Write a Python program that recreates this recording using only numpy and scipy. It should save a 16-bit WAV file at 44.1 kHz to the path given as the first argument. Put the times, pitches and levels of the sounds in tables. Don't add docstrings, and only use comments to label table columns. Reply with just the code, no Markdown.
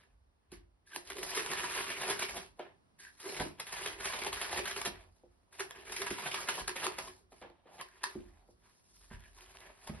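import sys
import numpy as np
from scipy import signal
from scipy.fft import rfft, irfft, next_fast_len
from scipy.io import wavfile
from scipy.ndimage import uniform_filter1d, map_coordinates

SR = 44100
rng = np.random.default_rng(int(sys.argv[2]) if len(sys.argv) > 2 else 0)


def dump(signal):
    limited = np.clip(np.atleast_2d(signal).T, -1, 1)
    pcm = np.round(limited * 32767).astype(np.int16)
    wavfile.write(sys.argv[1], SR, pcm)


N = 441000

# [start_s, level_db]
RUMBLE = [(0.0, -68), (0.47, -74), (0.53, -61.5), (0.8, -76), (1.42, -63), (1.92, -66), (2.36, -58.5),
          (2.48, -72), (3.31, -88.5), (3.42, -59), (3.56, -67), (4.51, -58.5), (4.79, -63.5), (4.93, -57.5),
          (5.26, -75), (6.13, -59), (6.29, -75), (6.35, -65.5), (8.1, -76), (8.19, -55.5), (8.8, -83),
          (9.16, -62), (9.3, -70), (9.83, -74), (9.94, -51), (10.0, -51)]
# [frequency_hz, level_db]
BOARDS = [(25, -25), (38, -8.5), (48, -3), (60, -9), (95, -12.5), (130, -43.5)]
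SHIFT_DB, SHIFT_RATE = 3, 6
# [start_s, level_db]
SWAY = [(8.84, -85), (8.95, -67), (9.1, -61), (9.45, -62.5), (9.6, -66), (9.8, -72), (9.9, -80)]
SWAY_HZ, SWAY_WAVER_HZ = 48, 2.5
# [frequency_hz, level_db]
HUSH = [(25, -14.5), (60, 3.5), (200, -0.5), (500, -9), (1000, -10.5), (2500, -23.5), (5000, -26),
        (11000, -25), (11900, -46)]

# [start_s, rustle_level_db, treble_over_it_db,
# low_rasp_over_it_db]
HANDLING = [
    [(0.0, -67.5, -12.5, -6), (0.172, -100.5, -5, 7), (0.484, -94, -19, -5), (0.534, -62, -1.5, -9.5),
     (0.69, -99, -18, 5), (0.848, -94, -23, 2), (0.87, -77.5, 5, -20), (0.93, -62.5, -8.5, -14),
     (0.962, -55.5, 4, -5), (1.05, -79, -5, 8)],
    [(2.56, -89, 1.5, -16.5), (2.586, -81, -3, 18), (2.596, -53, -28, -3), (2.744, -83, -20, 10),
     (2.792, -104, -11, 5), (2.97, -102, -11, -7), (2.992, -75.5, 8, -28), (3.076, -69.5, 2.5, -26),
     (3.112, -85, 7, 0), (3.16, -75.5, -1, -15)],
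    [(5.11, -86.5, 2, 3), (5.504, -93.5, -4.5, 8.5), (5.53, -65, -0.5, -4), (5.58, -65, -4, -5),
     (5.604, -42.5, -6.5, -10), (5.678, -73, -3, 0.5), (5.716, -58, -6, -2), (5.732, -68.5, -10, -1),
     (5.798, -57.5, -9.5, -9.5), (5.84, -59, -11, 2)],
    [(7.31, -91, 17, 5), (7.326, -69.5, -6, 7), (7.408, -78.5, 4, -7), (7.42, -60.5, -24, 3.5),
     (7.63, -88.5, -20, 8), (7.67, -70.5, -19, 7), (7.754, -70, -0.5, 7.5), (7.812, -54, -19, 0.5),
     (7.884, -77.5, -1, -2), (8.04, -64, -15, -10)],
    [(8.06, -50, -11.5, -3), (8.094, -60, -6, -7), (8.21, -72, -7, -2.5), (8.444, -83.5, -5.5, 8.5),
     (8.51, -93.5, 14.5, 16), (8.546, -97, 6, -14), (8.658, -72.5, -6.5, -5), (8.784, -82.5, 3, -21),
     (8.8, -88, 5, -7), (9.0, -80, 9.5, -23)],
    [(9.01, -71, 2.5, -10), (9.094, -78.5, 3, -13), (9.108, -63, -10.5, -8), (9.31, -74.5, -4, -5),
     (9.37, -70, -1, -11), (9.385, -65, -6, -6), (9.53, -66.5, -4.5, -3), (9.704, -63, -12, 0),
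     (9.724, -71.5, -8, -2), (9.852, -69.5, -1, -5), (9.88, -58, -10, 1), (10.0, -66, -8, -2)],
]
# [start_s, tear_level_db, then over it: tube_boom_db, low_rasp_and_second_resonance_db,
# treble_db]
PULLS = [
    [(1.05, -66.5, -15, -13, -1), (1.112, -49.5, -3, -2, -11), (1.15, -63, 6, -4, -1.5),
     (1.186, -55.5, 11.5, 2.5, 0), (1.22, -57.5, 10, 3.5, 4), (1.238, -50.5, 4, 5, -4),
     (1.254, -55, 0, 6.5, 1), (1.308, -43, -13, -9, 0), (1.324, -47, -2, 1, -5),
     (1.35, -40.5, -16.5, -5.5, -7.5), (1.374, -40, -2.5, -13, -6.5), (1.488, -50, -9.5, 0.5, -6),
     (1.53, -39.5, 2.5, -3.5, -6), (1.562, -46.5, -0.5, -7, -10), (1.6, -42.5, -13, -4, -6),
     (1.738, -42.5, -11.5, -13, -8), (1.796, -35.5, -10, -2.5, -9.5), (1.848, -44.5, -9.5, -10, -4.5),
     (1.91, -41, -10.5, -3, -11.5), (1.952, -48.5, -7.5, -12, -8.5), (2.01, -42, -15, 0, -8),
     (2.11, -39, -5.5, -0.5, -5.5), (2.16, -48, -4.5, -6, -6), (2.224, -37.5, -12.5, -12.5, -10.5),
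     (2.278, -53, -16.5, -6.5, -4), (2.29, -49, -14, -9, -7), (2.324, -52, -6, 1.5, -3),
     (2.378, -44.5, -5, 3.5, -4.5), (2.524, -81.5, -17, -1.5, -4), (2.55, -89, -1, 4, -5)],
    [(3.17, -69, -31, -10, -4), (3.256, -50.5, 6, -3.5, -2), (3.336, -55, 5, 0.5, -1),
     (3.346, -50.5, -7.5, -4.5, -5), (3.416, -44.5, -1, 4, -6), (3.448, -50, -2.5, 1, -5),
     (3.572, -75, -9, 6, -6), (3.604, -47, -6, 0, -17), (3.652, -69.5, 0, -3.5, -1),
     (3.668, -54, -22, -2, -5), (3.894, -42.5, -6.5, -8.5, -8.5), (3.976, -58.5, 1.5, 1.5, -7),
     (4.056, -40, -17, -5.5, -5), (4.186, -49.5, -19.5, -1.5, -7.5), (4.276, -43.5, -0.5, 3, -6.5),
     (4.314, -57, -3.5, -8, -10), (4.33, -44.5, -13, -11, -6), (4.546, -43.5, -15.5, 1, -9.5),
     (4.594, -39.5, 3.5, -1, -7), (4.632, -53.5, 0.5, -8, -8), (4.658, -43, -34, -16, -11.5),
     (4.696, -45.5, -7, -6, -5), (4.718, -43.5, -22, -21, -15), (4.744, -53, -5, -19, -7.5),
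     (4.772, -42.5, -9, -9, -6.5), (4.836, -55, -4, 1.5, -3), (4.858, -45, -10, -4, -6.5),
     (4.89, -51.5, -5.5, 3, -12), (4.96, -60.5, -7.5, -3, -13), (5.1, -80, 0, 11.5, -1.5)],
    [(5.85, -57.5, -5, -2, -3.5), (5.908, -54.5, 5, -2, -3.5), (5.97, -45.5, -15, -4, -7),
     (6.012, -51.5, -2.5, -10.5, -8), (6.02, -42, -15, -9, -8), (6.036, -54, -4.5, 6, -3),
     (6.072, -44, -24, -1, -10.5), (6.102, -48.5, 2, -13.5, -6), (6.246, -46.5, -22.5, -3, -7.5),
     (6.262, -39.5, -26, -1, -11), (6.282, -46, -12.5, -5.5, -7.5), (6.388, -41.5, -15.5, -11.5, -7),
     (6.466, -52, -3.5, 8, -4), (6.488, -40, -17.5, -17, -13), (6.574, -49.5, -8.5, 4.5, -2),
     (6.602, -43.5, -7, -1, -6), (6.66, -67, -7.5, -8, -4), (6.684, -44.5, -4, -3.5, -11),
     (6.746, -58.5, -11, -8, -5), (6.762, -46, -15.5, -1.5, -9), (6.852, -41, -9, 0, -4.5),
     (6.87, -40, -5, -3, -14), (6.874, -50, -5, 5, -9), (6.968, -57.5, -15, -3.5, -8.5),
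     (6.988, -47.5, -14, 0, -9), (7.03, -55.5, 0, 6.5, -1), (7.078, -57.5, -16, 8.5, 1),
     (7.096, -67.5, 0, -1, 1), (7.168, -71, -20, 5, 0), (7.25, -100, 29.5, -1, 11.5)],
]
PULL_COLOUR = {"rasp_db": -5.5, "second_db": -13, "third_db": -18, "fizz_db": 3.5}
HAND_COLOUR = {"boom_db": -6.5, "second_db": -10.5, "third_db": -13}
GRIP_DB, GRIP_RATE = 3, 11
# [frequency_hz, level_db]
RASP = [(60, -39.5), (150, -7.5), (280, -15), (450, -9), (700, -1.5), (900, -5), (1400, -19)]
TEAR = [(700, -58.5), (900, -4.5), (1700, -0.5), (3000, -3), (4500, -12), (6000, -24.5), (9000, -37)]
FIZZ = [(2500, -22), (3800, -5), (5000, -1), (7000, -3), (9000, -3), (10500, -1.5), (11400, -4),
        (11900, -12)]
# [frequency_hz, width_hz, level_db]
BOOM = [(370.2, 12, 4), (393, 25.5, 6)]
SECOND = [(968, 25, 2), (1030, 140, 0.5)]
THIRD = [(1630, 24, -11.5), (1730, 130, -1)]
TUBE = [(2260, 490, -13), (2520, 83, -14.5)]
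# [frequency_hz, t60_s]
ROOM = [(100, 0.55), (500, 0.24), (2000, 0.22), (10000, 0.16)]

# [start_s, level_db, ring_hz, t60_s, treble_over_tear_db]
SNAPS = [(0.517, -44.5, 815, 0.029, 6.5), (0.948, -43, 1580, 0.034, -1.5), (1.074, -45, 1050, .03, 2),
         (1.099, -36.5, 1700, 0.086, -6.5), (1.168, -39.5, 1790, 0.033, -3), (1.184, -35, 1750, .05, -3),
         (1.231, -30, 1790, 0.028, 11), (1.348, -28.5, 1900, 0.06, 9), (1.392, -25.5, 1790, 0.048, -4),
         (1.514, -28, 1700, 0.065, -3), (1.572, -30, 2160, 0.039, -8), (1.664, -39.5, 1680, 0.021, 0),
         (1.9, -29.5, 1850, 0.055, -0.5), (2.096, -31.5, 1990, 0.049, 2), (2.191, -25.5, 1580, 0.057, 0.5),
         (2.22, -23.5, 2240, 0.043, -3.5), (2.286, -32, 2200, 0.066, -5.5), (2.363, -36.5, 2400, 0.035, -5),
         (2.596, -34.5, 773, 0.026, -21), (2.994, -47.5, 1770, 0.032, 7), (3.198, -44.5, 864, 0.056, 3.5),
         (3.254, -35.5, 1760, 0.037, -3), (3.289, -35, 2400, 0.036, 0), (3.321, -36.5, 1710, .03, -2),
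         (3.344, -33, 2400, .03, -5), (3.364, -35, 2260, 0.067, -4.5), (3.398, -27, 1620, 0.053, -7),
         (3.597, -29, 1830, 0.039, 8.5), (3.667, -35, 1750, 0.055, 0.5), (3.722, -32.5, 2110, 0.048, 2.5),
         (3.858, -23.5, 2150, 0.039, -6.5), (4.001, -33, 1460, 0.062, -1), (4.053, -28.5, 2370, 0.039, 1),
         (4.134, -23.5, 1140, 0.042, -20), (4.188, -30, 2140, 0.039, -0.5), (4.215, -29, 2100, 0.1, -5),
         (4.265, -28, 947, 0.04, -6), (4.328, -36, 2380, 0.05, -3.5), (4.414, -24.5, 2600, 0.045, 0),
         (4.527, -27, 1000, 0.05, -7), (4.57, -27, 1890, 0.06, -0.5), (4.656, -27.5, 1570, 0.05, -7),
         (4.71, -21.5, 1650, 0.032, -1.5), (4.761, -31.5, 1830, 0.088, -12), (4.814, -24, 1004, 0.032, -3),
         (4.85, -29.5, 1640, 0.096, 2), (5.524, -46.5, 1690, 0.037, 0), (5.603, -23.5, 1450, 0.02, 1.5),
         (5.919, -34.5, 1030, 0.082, 7), (5.963, -24, 2324, 0.036, 5), (6.017, -28, 2035, 0.041, -0.5),
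         (6.066, -24.5, 1860, 0.039, -1.5), (6.104, -27, 1986, 0.054, 1), (6.182, -30, 910, 0.052, -7.5),
         (6.257, -30.5, 1490, 0.092, -12.5), (6.313, -25.5, 2490, 0.045, -5),
         (6.343, -24.5, 1260, 0.037, -2), (6.485, -18.5, 1390, 0.047, -2), (6.677, -23.5, 1640, 0.024, 7),
         (6.758, -32, 1165, 0.04, -4), (6.833, -28.5, 986, 0.066, -12.5), (6.983, -28.5, 1220, 0.05, -5),
         (7.077, -30.5, 1070, 0.027, -20), (7.32, -50, 785, 0.041, -9.5), (7.416, -44, 870, 0.071, -13),
         (7.67, -54, 1130, 0.071, -16), (7.78, -48, 1050, .04, -9), (7.809, -35, 1060, 0.06, -1.5),
         (8.033, -30, 1720, 0.062, 4), (9.871, -40, 1790, 0.037, -3)]
SNAP_BOOM_DB, SNAP_RISE_S = -10.5, 0.0022
# [start_s, level_db, pitch_favoured_by_contact_hz, floor_thud_over_level_db]
KNOCKS = [(0.522, -41, 350, -11), (0.965, -38.5, 383, -32), (2.586, -51, 610, -22.5),
          (2.595, -26.5, 656, -44.5), (3.4034, -25.5, 750, -7), (3.425, -31.5, 397, -10),
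          (3.46, -32, 325, -19), (4.872, -35, 370, -8.5), (5.236, -45, 488, -37), (6.109, -27, 370, -15),
          (6.617, -41.5, 65, -8), (7.32, -45.5, 716, -23), (7.416, -40, 540, -21), (7.432, -39.5, 620, -28),
          (7.447, -41.5, 520, -20), (7.499, -48, 560, -18), (7.657, -47.5, 516, -23),
          (8.155, -27.5, 289, -41), (8.177, -40, 318, -25), (8.2, -42, 316, -20), (8.488, -47.5, 512, -17),
          (9.112, -51, 157, 5), (9.143, -34, 63.5, -37), (9.897, -30, 164, -13)]
# [frequency_hz, level_db, t60_s]
BODY = [(50.7, -1.5, 0.23), (65.3, 2.5, 0.079), (102.5, 5.5, 0.065), (159, 2.5, 0.06), (201, 3.5, 0.075),
        (312, 0.5, 0.072), (351.7, -4, 0.16), (369, -5, 0.084), (513, 7, 0.028), (607, 0, 0.054),
        (708, 11.5, 0.015)]
# [start_s, length_s, level_db]
SCRAPES = [(0.867, 0.11, -81), (2.98, 0.13, -62), (7.855, 0.11, -70.5), (9.095, 0.07, -65),
           (9.194, .1, -70)]
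SCRAPE_FADE_S = 0.024
# [frequency_hz, width_hz, level_db]
RUB = [(1750, 220, 0)]
# [start_s, peak_db, pitch_hz, length_s]
SQUEAKS = [(0.870, -58, 1670, 0.012), (0.908, -61, 1620, 0.013), (0.930, -43, 1595, 0.012),
           (0.952, -53, 1610, .012), (2.991, -60, 1690, .02), (3.046, -56, 1600, 0.015),
           (3.066, -47, 1627, 0.0084)]
# [start_s, level_db]
TICKS = [(0.9612, -28), (1.0745, -44), (1.1015, -36), (1.1205, -38), (1.1325, -39), (1.169, -37),
         (1.1845, -36), (1.2306, -27), (1.4621, -35), (3.6007, -34), (4.237, -30), (4.248, -29),
         (4.329, -41), (4.415, -28), (4.6558, -28), (4.8515, -31), (5.7084, -47), (6.0187, -27),
         (6.344, -29), (6.6767, -30), (6.9864, -42), (7.3214, -57), (7.4154, -50), (7.5003, -56),
         (7.8875, -52), (8.969, -60), (9.0139, -58), (9.0434, -54), (9.1382, -52), (9.2056, -53),
         (9.238, -55), (9.3324, -56), (9.3871, -52), (9.4085, -49), (9.4429, -50), (9.4614, -50),
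         (9.5534, -54), (9.5711, -43), (9.587, -50), (9.6051, -44)]
TICK_T60_S = 0.004
TICK_DB, TICK_BODY_DB, TICK_BLOW_DB = 6, 4, 15
# low_hz, high_hz
TICK_BODY_HZ = [1500, 5000]
# [start_s, level_db, ring_hz]
CRACKS = [(0.9622, -20, 950), (1.229, -41, 1800), (1.4625, -22, 1720), (1.535, -17, 1760),
          (2.116, -21, 2020), (2.594, -36, 810), (3.863, -37, 2480), (4.415, -30, 1790),
          (4.86, -18.5, 1620), (5.709, -24.5, 860), (5.964, -34, 2250), (6.017, -29.5, 2050),
          (6.064, -24, 1860), (6.198, -30, 1020), (6.342, -27.5, 1240), (6.694, -19.5, 1090),
          (6.867, -13, 1260), (7.8124, -25, 1070), (8.038, -30, 1060), (8.04, -13.5, 1740),
           (9.606, -50, 1740)]

# [frequency_hz, gain_db]
WIDTH = [(50, -4), (300, -1), (2500, 4.5), (4200, 5), (5500, 2), (7000, -15), (8200, -15), (9200, 4.5),
         (10100, -1), (10800, -26), (12000, -40)]
# [frequency_hz, phase_rad]
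LEAD = [(50, 0.1), (1000, 0.15), (2200, .5), (3800, .4), (4900, 3.1), (8200, 3.15), (9300, 4.6),
        (10000, 5.3), (10700, 6.2), (12500, 6.28)]
# [frequency_hz, left_minus_right_db]
BALANCE_DB = [(60, -2), (200, -2.5), (600, -.6), (2000, -1.5), (6000, 0), (12000, 0.3)]
TOP_HZ = 12000


def amp(db):
    return 10 ** (np.asarray(db) / 20)


def unit(x):
    return x / np.sqrt(np.mean(x ** 2) + 1e-20)


def along(points, hz):
    f, v = np.transpose(points)
    return np.interp(np.log(hz + 1), np.log(f + 1), v)


def shape(points, hz):
    below = (points[0][0] / 2, -120)
    above = (points[-1][0] * 1.25, -120)
    return amp(along([below, *points, above], hz))


def curves(rows):
    s, *cols = np.transpose(rows)
    return [np.interp(np.arange(N) / SR, s, c) for c in cols]


def wobble(rate):
    knots = rng.standard_normal(int(N * rate / SR) + 4)
    return map_coordinates(knots, [np.arange(N) * rate / SR])


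def filtered(x, response):
    m = next_fast_len(N + SR // 2)
    return irfft(rfft(x, m) * response(np.fft.rfftfreq(m, 1 / SR)), m)[..., :N]


def resonances(modes, f):
    return sum(amp(db) * 1j * f * w / (c * c - f * f + 1j * f * w) for c, w, db in modes)


def background():
    rumble = unit(filtered(rng.standard_normal(N), lambda f: shape(BOARDS, f)))
    hush = unit(filtered(rng.standard_normal((2, N)), lambda f: shape(HUSH, f)))
    sway_db = curves([(0, -120), *SWAY, (10, -120)])[0] + 3 + 1.5 * wobble(8)
    sway_hz = SWAY_HZ + SWAY_WAVER_HZ * wobble(8)
    hum = amp(sway_db) * np.sin(2 * np.pi * np.cumsum(sway_hz) / SR)
    rumble_db = curves(RUMBLE)[0] + SHIFT_DB * wobble(SHIFT_RATE)
    return hum + amp(rumble_db) * rumble + amp(-73.5 + 1.3 * wobble(1)) * hush


def spans(tables):
    t = np.arange(N) / SR
    inside = sum((t >= rows[0][0]) & (t <= rows[-1][0]) for rows in tables) > 0
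    level_db, *over_db = curves(np.vstack(tables))
    gate = uniform_filter1d(1. * inside, size=882)
    return gate * amp(level_db + [0 * t, *over_db])


def patchy(x, patchy_db):
    z = signal.stft(x, nperseg=256)[2]
    field = uniform_filter1d(rng.standard_normal(z.shape), size=7, axis=0)
    field = uniform_filter1d(field, size=5, axis=1)
    return unit(signal.istft(z * amp(patchy_db * unit(field)), nperseg=256)[1][:N])


def fibres(clump_db, spike_db):
    clumps = amp(clump_db * (wobble(45) + wobble(260)))
    spikes = amp(spike_db * np.abs(wobble(2500)) ** 2)
    strands, hairs = rng.standard_normal((2, N))
    return patchy(clumps * spikes * strands, patchy_db=2.5), patchy(clumps * hairs, patchy_db=1.8)


def crackle(level_db, count):
    u, t = rng.random((count, 3)), np.arange(260) / SR
    start = (u[:, 0] * N).astype(int)
    hz = 900 * amp(15 * u[:, 1:2])
    size = amp(level_db[start] - 4.6 * np.log(u[:, 2] + 0.035))[:, None]
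    envelope = size * amp(-13 * hz * t) * (1 - np.exp(-6 * hz * t))
    blips = envelope * np.sin(2 * np.pi * hz * t)
    places = start[:, None] + np.arange(len(t))
    return np.bincount(places.ravel(), blips.ravel(), N + len(t))[:N]


def rope():
    pull, boom, low, fizz = spans(PULLS)
    hand, treble, rasp = spans(HANDLING)

    def gripped(tear, name):
        drive = tear * amp(PULL_COLOUR[name]) + hand * amp(HAND_COLOUR[name])
        return drive * amp(GRIP_DB * wobble(GRIP_RATE))

    strands, hairs = fibres(clump_db=2.0, spike_db=0.75)
    snap, snap_fizz, snap_boom, ring = bursts()
    tearing = amp(-2.0) * pull + amp(-1.0) * hand
    bright = fizz * amp(PULL_COLOUR["fizz_db"]) + amp(5.5) * treble + snap_fizz
    rasping = low * amp(PULL_COLOUR["rasp_db"]) + rasp + 0.38 * snap
    boom_grip = amp(GRIP_DB * wobble(2 * GRIP_RATE))
    booming = (boom + hand * amp(HAND_COLOUR["boom_db"])) * boom_grip + snap_boom
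    paths = [
        (hairs, snap, lambda f: shape(TEAR, f)),
        (strands, tearing, lambda f: shape(TEAR, f) * (1 + resonances(TUBE, f))),
        (hairs, bright, lambda f: shape(FIZZ, f)),
        (hairs, rasping, lambda f: shape(RASP, f)),
        (strands, booming, lambda f: resonances(BOOM, f)),
        (strands, gripped(low, "second_db"), lambda f: resonances(SECOND, f)),
        (strands, gripped(pull, "third_db"), lambda f: resonances(THIRD, f)),
        (strands, scrapes(), lambda f: resonances(RUB, f))]
    pops = crackle(20 * np.log10(pull + hand + snap / 2 + 1e-9) + 1.5, count=3500)
    layers = sum(filtered(env * x, path) / np.std(filtered(x, path)) for x, env, path in paths)
    return ring + pops + layers


def room(x):
    out, step = np.zeros((2, N + 2 * SR)), SR // 3
    for start in range(0, N, step):
        hz, t, z = signal.stft(rng.standard_normal((2, SR // 2)), SR, nperseg=256)
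        decay = amp(-60 * t / along(ROOM, hz)[:, None])
        tail = signal.istft(z * decay, SR, nperseg=256)[1]
        tail = tail / np.linalg.norm(tail[0])
        wet = signal.fftconvolve(x[None, start:start + step], tail, axes=1)
        out[:, start + 200:][:, :wet.shape[1]] += wet
    return out[:, :N]


def bursts():
    env, ring, t = np.zeros((3, N + SR)), np.zeros(N + SR), np.arange(SR // 4) / SR
    glue = rng.standard_normal(N + SR)
    for s, db, hz, t60, fizz_db in SNAPS:
        i = round(s * SR)
        tear = amp(db - 10.5 - 60 * t / max(t60, .008)) * (1 - np.exp(-t / SNAP_RISE_S))
        env[:, i:i + len(t)] += amp([[0], [fizz_db], [SNAP_BOOM_DB]]) * tear
        b, a = signal.iirpeak(hz, 5, SR)
        ring[i:][:len(t)] += amp(18) * signal.lfilter(b, a, tear * glue[i:][:len(t)])
    return *env[:, :N], ring[:N]


def knocks():
    out, t = np.zeros(N + SR), np.arange(SR // 2) / SR
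    luck = rng.normal(0, 0.54, (len(KNOCKS), len(BODY)))
    front_hz = 90 + 1300 * np.exp(-t / 0.00369)
    front = np.sin(2 * np.pi * np.cumsum(front_hz) / SR) * amp(-60 * t / 0.072)
    rise = 1 - np.exp(-t / 0.0031)
    for (s, db, centre_hz, thud_db), scatter_db in zip(KNOCKS, luck):
        place = out[round(s * SR):][:len(t)]
        place += amp(db + thud_db - 4.0) * front
        for (hz, mode_db, t60), d in zip(BODY, scatter_db):
            contact = amp(-16 * abs(np.log2(hz / centre_hz)) - 3.5)
            thud = amp(thud_db - 0.5 - 8.9 * abs(np.log2(hz / 170)))
            decay = amp(db + mode_db + d - 60 * t / t60)
            place += (contact + thud) * decay * np.sin(2 * np.pi * hz * t) * rise
    return out[:N]


def scrapes():
    t, out = np.arange(N) / SR, np.zeros(N)
    for s, length, db in SCRAPES:
        to_edge = np.minimum(t - s, s + length - t)
        out += amp(db) * np.clip(to_edge / SCRAPE_FADE_S, 0, 1)
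    return out


def squeaks():
    t, out = np.arange(N) / SR, np.zeros(N)
    for s, db, hz, length in SQUEAKS:
        swell = np.sin(np.pi * np.clip((t - s) / length, 0, 1)) ** 2
        out += amp(db) * swell * np.sin(2 * np.pi * hz * t)
    return out


def tube_wall(blows):
    return filtered(blows, lambda f: resonances(SECOND + THIRD + TUBE, f))


def ticks():
    out, blows, t = np.zeros(N + SR), np.zeros(N), np.arange(SR // 200) / SR
    b, a = signal.butter(1, TICK_BODY_HZ, "band", fs=SR)
    for (s, db), noise in zip(TICKS, rng.standard_normal((len(TICKS), len(t)))):
        click = amp(-60 * t / TICK_T60_S) * noise
        edge = np.diff(click, prepend=0)
        body = signal.lfilter(b, a, click)
        place = out[round(s * SR):][:len(t)]
        place += amp(db + TICK_DB) * edge / np.abs(edge).max()
        place += amp(db + TICK_BODY_DB) * body / np.abs(body).max()
        blows[round(s * SR)] = amp(db + TICK_BLOW_DB)
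    return out[:N] + tube_wall(blows)


def cracks():
    out, blows, t = np.zeros(N + SR), np.zeros(N), np.arange(SR // 20) / SR
    for (s, db, hz), noise in zip(CRACKS, rng.standard_normal((len(CRACKS), len(t)))):
        bright = np.diff(uniform_filter1d(noise, size=3), prepend=0)
        click = amp(1.5 - 60 * t / 0.0054) * bright
        ring = amp(-12 - 60 * t / 0.0088) * np.sin(2 * np.pi * hz * t)
        out[round(s * SR):][:len(t)] += amp(db) * (click + ring) * (1 - np.exp(-t / 0.0003))
        blows[round(s * SR)] = amp(db + 19.0)
    return out[:N] + tube_wall(blows)


def scene():
    tear = rope() + cracks() + squeaks()
    bumps = knocks()
    wet = room(amp(-5.5) * tear + amp(-6) * bumps)
    return tear + bumps + ticks() + wet + background()


def record(dry):
    mid = (dry[0] + dry[1]) / 2
    side = filtered((dry[0] - dry[1]) / 2, lambda f: amp(along(WIDTH, f)))
    half = np.array([[.5], [-.5]])

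    def microphone(f):
        ports = amp(half * along(BALANCE_DB, f)) * np.exp(1j * half * along(LEAD, f))
        low_cut = f ** 4 / (f ** 4 + 36 ** 4)
        top = np.cos(np.pi / 2 * np.clip((f - TOP_HZ) / 350 + 1, 0, 1)) ** 2
        return ports * low_cut * top

    return filtered(np.array([mid + side, mid - side]), microphone)


dry = scene()
out = record(dry)
dump(out)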